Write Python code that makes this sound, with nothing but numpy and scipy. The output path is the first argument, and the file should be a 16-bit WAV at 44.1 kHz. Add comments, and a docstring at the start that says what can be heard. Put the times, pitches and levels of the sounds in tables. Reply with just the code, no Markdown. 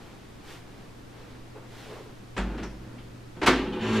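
"""A wide microphone hiss and a mains hum lie over a small quiet room. For two seconds someone shuffles
about: cloth rustles faintly and a foot steps softly on a mat. At 2.4 s a light sliding cupboard door
is knocked and rattles in its track. Near 3.5 s it bangs against its wooden frame and starts
to slide, wood scraping on wood. From 3.8 s it judders along the groove with a low drone."""
import sys
import numpy as np
from scipy import signal
from scipy.fft import rfft, irfft
from scipy.io import wavfile

SR = 44100
rng = np.random.default_rng(int(sys.argv[2]) if len(sys.argv) > 2 else 0)


def generate_wav(sig):
    """Save sig (samples, or channels by samples) to the path in sys.argv[1] as 16-bit PCM at SR."""
    pcm = np.round(np.clip(np.atleast_2d(sig).T, -1, 1) * 32767).astype(np.int16)
    wavfile.write(sys.argv[1], SR, pcm)


N = 176400
T = np.arange(N) / SR
FREQS = np.maximum(np.fft.rfftfreq(2 * N, 1 / SR), 1)
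# tone of wood hitting wood: f/Hz, level/dB
WOOD_TONE = [(40, -23), (80, -12.5), (160, -5), (250, 2), (400, .5), (600, -3.5), (900, -4), (1500, -5),
             (2200, -7.5), (3200, -14.5), (4300, -18.5), (6000, -25), (9000, -35), (15000, -58)]


def knocks():
    """Each blow cracks into the room and sets panel and frame ringing; edges and fittings tick."""
    # blows on the door: t/s, crack level/dB, treble tilt/(dB per octave), panel level/dB, frame level/dB
    blows = [(2.366, -31.5, -0.6, -54, -58), (2.377, -30, 0.1, -26, -48), (2.402, -34, -1.2, -30, -62),
             (2.546, -42, -7, -52, -47), (2.578, -37, -1.3, -46, -47), (2.628, -38.5, 0.4, -36, -50),
             (2.984, -52.5, -0.5, -50.5, -62), (3.365, -44, -4, -46, -44), (3.416, -27.5, -0.9, -36, -32),
             (3.430, -24, -0.35, -41, -34), (3.462, -21, 2.5, -45, -49), (3.469, -16, 0.7, -27.5, -20),
             (3.477, -17.5, 1.03, -32.5, -26.5), (3.524, -28, -1, -33, -26), (3.655, -46, -16, -53, -34),
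             (3.724, -41.5, -4.5, -58, -36), (3.765, -42, -6, -55, -36)]
    # notes of the broad, light panel: f/Hz, level/dB, time to fade by 60 dB/s
    panel_notes = [(51.35, 2.5, 0.88), (80.5, -23, 0.61), (187.7, -0.5, 0.59), (230, -9, 1)]
    # notes of the wooden frame: f/Hz, level/dB, time to fade by 60 dB/s
    frame_notes = [(260.4, -2.5, 0.45), (315.4, 0.5, 0.32), (360.7, -0.5, 0.42), (498.3, -2.5, 0.15),
                   (497, -5, 0.16), (682, -14.5, 0.3), (904, -5, 0.2), (1020, -19, 0.2),
                   (1326, -11.5, 0.29), (1513, -11, 0.33), (1870, -17, 0.17), (3240, -15, 0.24)]
    # light ticks: t/s, level/dB, f/Hz, width/Hz
    ticks = [(2.367, -42, 2450, 600), (2.378, -36, 1340, 450), (2.374, -49, 7000, 1800),
             (2.579, -51, 2670, 1200), (2.632, -49, 5600, 790), (2.982, -54, 2670, 1300),
             (3.462, -47, 13500, 3500), (3.463, -39, 7830, 2500)]
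    out = 0
    for start, db, tilt_db, panel_db, frame_db in blows:
        panel = undb(panel_db) * ring(panel_notes, rise_s=0.017, detune=.002)
        frame = undb(frame_db) * ring(frame_notes, rise_s=0.0062, detune=.011)
        crack = undb(db) * colour(at(room(), start), WOOD_TONE, tilt_db)
        out = out + crack + at(panel + frame, start)
    return out + sum(undb(db) * resonance(at(room(), start), hz, width) for start, db, hz, width in ticks)


def ring(notes, rise_s, detune, size=65536):
    """Struck wood rings with fading notes, tuned a little differently on each blow."""
    t, out = T[:size], 0
    for (hz, db, fade_s), (offset, side) in zip(notes, rng.standard_normal((len(notes), 2))):
        note = undb(db) * np.sin(2 * np.pi * hz * (1 + detune * offset) * t)
        out = out + note * fade(t, fade_s) * np.array([[1], [side]])
    return out * (1 - np.exp(-t / rise_s))


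def slide():
    """Wood catches on wood in tiny slips, brighter under more force; the groove rings."""
    # force of the door on its groove: t/s, level/dB
    push = [(3.52, -19), (3.56, -4), (3.64, -10), (3.67, -12), (3.705, -22.5), (3.728, -5), (3.75, -11),
            (3.785, -12.5), (3.81, -2.5), (3.86, -1), (3.92, 1.5), (3.97, 1.8), (4.0, -6)]
    # tone of the scraping: f/Hz, level/dB
    scrape_tone = [(150, -9), (300, -0.5), (480, 0), (600, -11.5), (1050, -4), (1800, -12), (3100, -10.5),
                   (4000, -19), (5000, -26.5), (7200, -26), (9000, -41.5), (11000, -36), (14000, -60.5)]
    # notes of the groove: f/Hz, width/Hz, level/dB
    groove_notes = [(220.4, 19, -31.5), (267, 19, -40.5), (343, 20, -41), (383, 22, -33), (467, 53, -37),
                    (834, 18, -41.5), (1606, 36, -42), (3050, 490, -50.5)]
    dull_above_hz, groove_follow = 4070, 0.57
    force_db = np.interp(T, *np.array(push).T, left=-200)
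    force = undb(force_db)
    grains = slips(per_s=2400)
    dull = shape(grains, 1 / (1 + (FREQS / dull_above_hz) ** 8))
    rubbing = force * (dull + force / force.max() * (grains - dull))
    scrape = undb(-30.5) * colour(in_room(rubbing), scrape_tone)
    shaking = in_room(grains * undb(groove_follow * force_db) * (T > push[0][0]))
    return scrape + sum(undb(db) * resonance(shaking, hz, width) for hz, width, db in groove_notes)


def judder():
    """As the door gathers speed it sticks and slips almost regularly and drones."""
    # tones of the drone: multiple of the slip rate, level/dB
    harmonics = [(1, -34.5), (2, -30.5), (3, -42.5), (4, -42)]
    start_s, rise_s, slip_hz, jitter = 3.785, 0.12, 109.1, 0.0073
    waver = unit(shape(noise()[0], 1 / (1 + (FREQS / 30) ** 2)))
    phase = 2 * np.pi * np.cumsum(slip_hz * (1 + jitter * waver)) / SR
    drone = sum(undb(db) * np.sin(round(k) * phase) for k, db in harmonics)
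    return np.sqrt(2) * drone * np.clip((T - start_s) / rise_s, 0, 1)


def chatter():
    """The loose panel goes on rattling faintly in its track after the knock."""
    # strength of the rattle: t/s, level/dB
    levels = [(2.39, -67), (2.44, -40), (2.55, -41.5), (2.64, -42), (2.75, -54.5), (2.93, -47), (3.1, -62),
              (3.3, -69)]
    strength = undb(np.interp(T, *np.array(levels).T, left=-200, right=-200))
    return colour(in_room(slips(per_s=300) * strength), WOOD_TONE, tilt_db=-4)


def rustles():
    """Cloth brushes softly, in swells of noise."""
    # rustles: peak t/s, rise/s, fall/s, level/dB, treble tilt/(dB per octave)
    brushes = [(.03, 0.1, 0.17, -53, -0.5), (.518, 0.05, 0.05, -47.5, 2), (.82, 0.17, 0.076, -55.5, -1),
               (1.2, 0.058, 0.17, -52.5, -1), (1.81, .08, 0.18, -48.5, 1.2)]
    # tone of the cloth: f/Hz, level/dB
    cloth_tone = [(240, -27), (400, 3.5), (611, -4), (791, 0), (993, -6.5), (1540, -7), (3490, -12.5),
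                  (3830, -13.5), (15000, -37)]
    fibres = noise()
    return sum(undb(db) * swell(peak, rise, fall) * colour(fibres, cloth_tone, tilt_db)
               for peak, rise, fall, db, tilt_db in brushes)


def steps():
    """Feet step and scuff on the mat, in dull puffs of noise."""
    # steps and scuffs: peak t/s, rise/s, fall/s, level/dB
    scuffs = [(1.566, 0.01, 0.027, -43), (1.635, 0.013, .03, -50.5), (1.935, .045, 0.064, -43.5),
              (2.06, 0.015, 0.078, -57.5)]
    # tone of the mat: f/Hz, level/dB
    mat_tone = [(100, -15), (250, -6.5), (420, 7), (650, -3), (1100, -7.5), (2500, -19.5), (6000, -43),
                (15000, -54)]
    strength = sum(undb(db) * swell(peak, rise, fall) for peak, rise, fall, db in scuffs)
    return strength * colour(noise(), mat_tone)


def hum():
    """The mains hums on one low note that slowly swells and sinks."""
    # strength of the hum: t/s, level/dB
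    levels = [(0, -57), (.6, -57), (1.2, -51), (2.2, -51), (3.2, -47.5), (4, -51.5)]
    hum_hz = 119.4
    return np.sqrt(2) * undb(np.interp(T, *np.array(levels).T)) * np.sin(2 * np.pi * hum_hz * T)


def hiss():
    """A wide, even microphone hiss lies over faint, low background noise."""
    # tone of the hiss and low noise: f/Hz, level/dB
    hiss_tone = [(20, -2.5), (50, -9), (92, -9), (150, -10), (200, -9), (300, -9.5), (450, -16.5),
                 (600, -20.5), (1250, -24), (2400, -29), (4000, -32), (8000, -39.5), (12000, -44.5),
                 (15000, -50)]
    # their stereo width: f/Hz, side minus mid level/dB
    width = [(30, -17), (60, -27), (120, -6.5), (200, -8.5), (400, -0.5), (1200, -0.5), (4000, -3.5),
             (14000, -3)]
    return stereo(undb(-48) * colour(noise(), hiss_tone), width)


def room(size=32768):
    """A click in the room, as mid and side: direct sound, dense early echoes, a tail that dulls."""
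    # how long the room rings: f/Hz, time to fade by 60 dB/s
    fade_times = [(100, 0.94), (400, 0.48), (1500, 0.38), (4000, 0.52), (8000, 0.32), (15000, 0.29)]
    early_s, late_db, build_s, direct_db = 0.019, -6.5, 0.0022, -14
    t, f = T[:size], np.maximum(np.fft.rfftfreq(size, 1 / SR), 1)
    spectrum = rfft(rng.standard_normal((2, size)))
    centres, tail = [hz for hz, _ in fade_times], 0
    for share, (_, fade_s) in zip(np.eye(len(centres)), fade_times):
        band = irfft(spectrum * over_hz(list(zip(centres, share)), f))
        tail = tail + band * fade(t, fade_s)
    out = tail * (np.exp(-t / early_s) + undb(late_db)) * (1 - np.exp(-t / build_s))
    out[0, 0] += undb(direct_db) * np.sqrt(np.sum(out[0] ** 2))
    return out


def in_room(x):
    """Pass a lasting sound through the room at equal power."""
    echo = room()
    return signal.fftconvolve(x[None], echo / np.sqrt(np.sum(echo[0] ** 2)), axes=1)[:, :N]


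def slips(per_s):
    """Tiny contacts at random moments, of uneven size."""
    happens = rng.random(N) < per_s / SR
    return unit(happens * np.sign(noise()[0]) * undb(3 * noise()[0]))


def swell(peak, rise, fall):
    """A rounded rise and a fading fall."""
    return np.exp(-np.where(T < peak, ((T - peak) / rise) ** 2, (np.abs(T - peak) / fall) ** 1.93) / 2)


def fade(t, fade_s):
    """Die away by 60 dB every fade_s seconds."""
    return np.exp(-np.log(1000) * t / fade_s)


def undb(db):
    """Turn decibels into a gain."""
    return 10 ** (np.asarray(db) / 20)


def unit(x):
    """Scale to an average power of 1."""
    return x / np.sqrt(np.mean(np.abs(x) ** 2))


def over_hz(points, hz=FREQS):
    """Join (Hz, value) points into a curve, with octaves evenly spaced."""
    f, v = np.array(points).T
    return np.interp(np.log(hz), np.log(f), v)


def shape(x, gain):
    """Give each frequency its own gain."""
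    return irfft(rfft(x, 2 * N) * gain)[..., :N]


def colour(x, tone, tilt_db=0):
    """Give a sound a tone, made brighter by tilt_db per octave."""
    octaves = np.log2(np.maximum(FREQS, 200) / 1000)
    gain = unit(undb(over_hz(tone) + tilt_db * octaves))
    # fold the filter in time so that it never rings before the sound arrives
    folded = irfft(np.log(gain))
    folded[1:N] *= 2
    folded[N + 1:] = 0
    return shape(x, np.exp(rfft(folded)))


def resonance(x, hz, width_hz):
    """Let a sound ring around one pitch, with little left an octave away."""
    away = (FREQS ** 2 - hz ** 2) / FREQS
    return shape(x, unit(1 / (1 + 1j * away / width_hz) / (1 + 1j * away / hz) ** 2))


def noise():
    """Separate noise for mid and side."""
    return rng.standard_normal((2, N))


def at(x, start):
    """Place a sound on the time line."""
    return np.pad(x, ((0, 0), (int(start * SR), N)))[:, :N]


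def stereo(x, width):
    """Turn mid (what both ears share) and side (how they differ) into left and right."""
    return x[0] + shape(x[1], undb(over_hz(width))) * np.array([[1], [-1]])


def scene():
    """Door and person, with bass in the middle and treble wide, over hum and hiss."""
    # stereo width: f/Hz, side minus mid level/dB
    width = [(30, -41), (200, -44), (400, -36), (700, -25.5), (1300, -19.5), (2400, -13), (4300, -8),
             (8000, -3), (14000, 8.5)]
    door_and_person = knocks() + chatter() + slide() + rustles() + steps()
    return stereo(door_and_person, width) + judder() + hum() + hiss()


def record(dry):
    """Cut off the very highest treble."""
    top_hz = 15400
    return signal.sosfilt(signal.ellip(10, .2, 80, top_hz, fs=SR, output="sos"), dry)


dry = scene()
out = record(dry)
generate_wav(out)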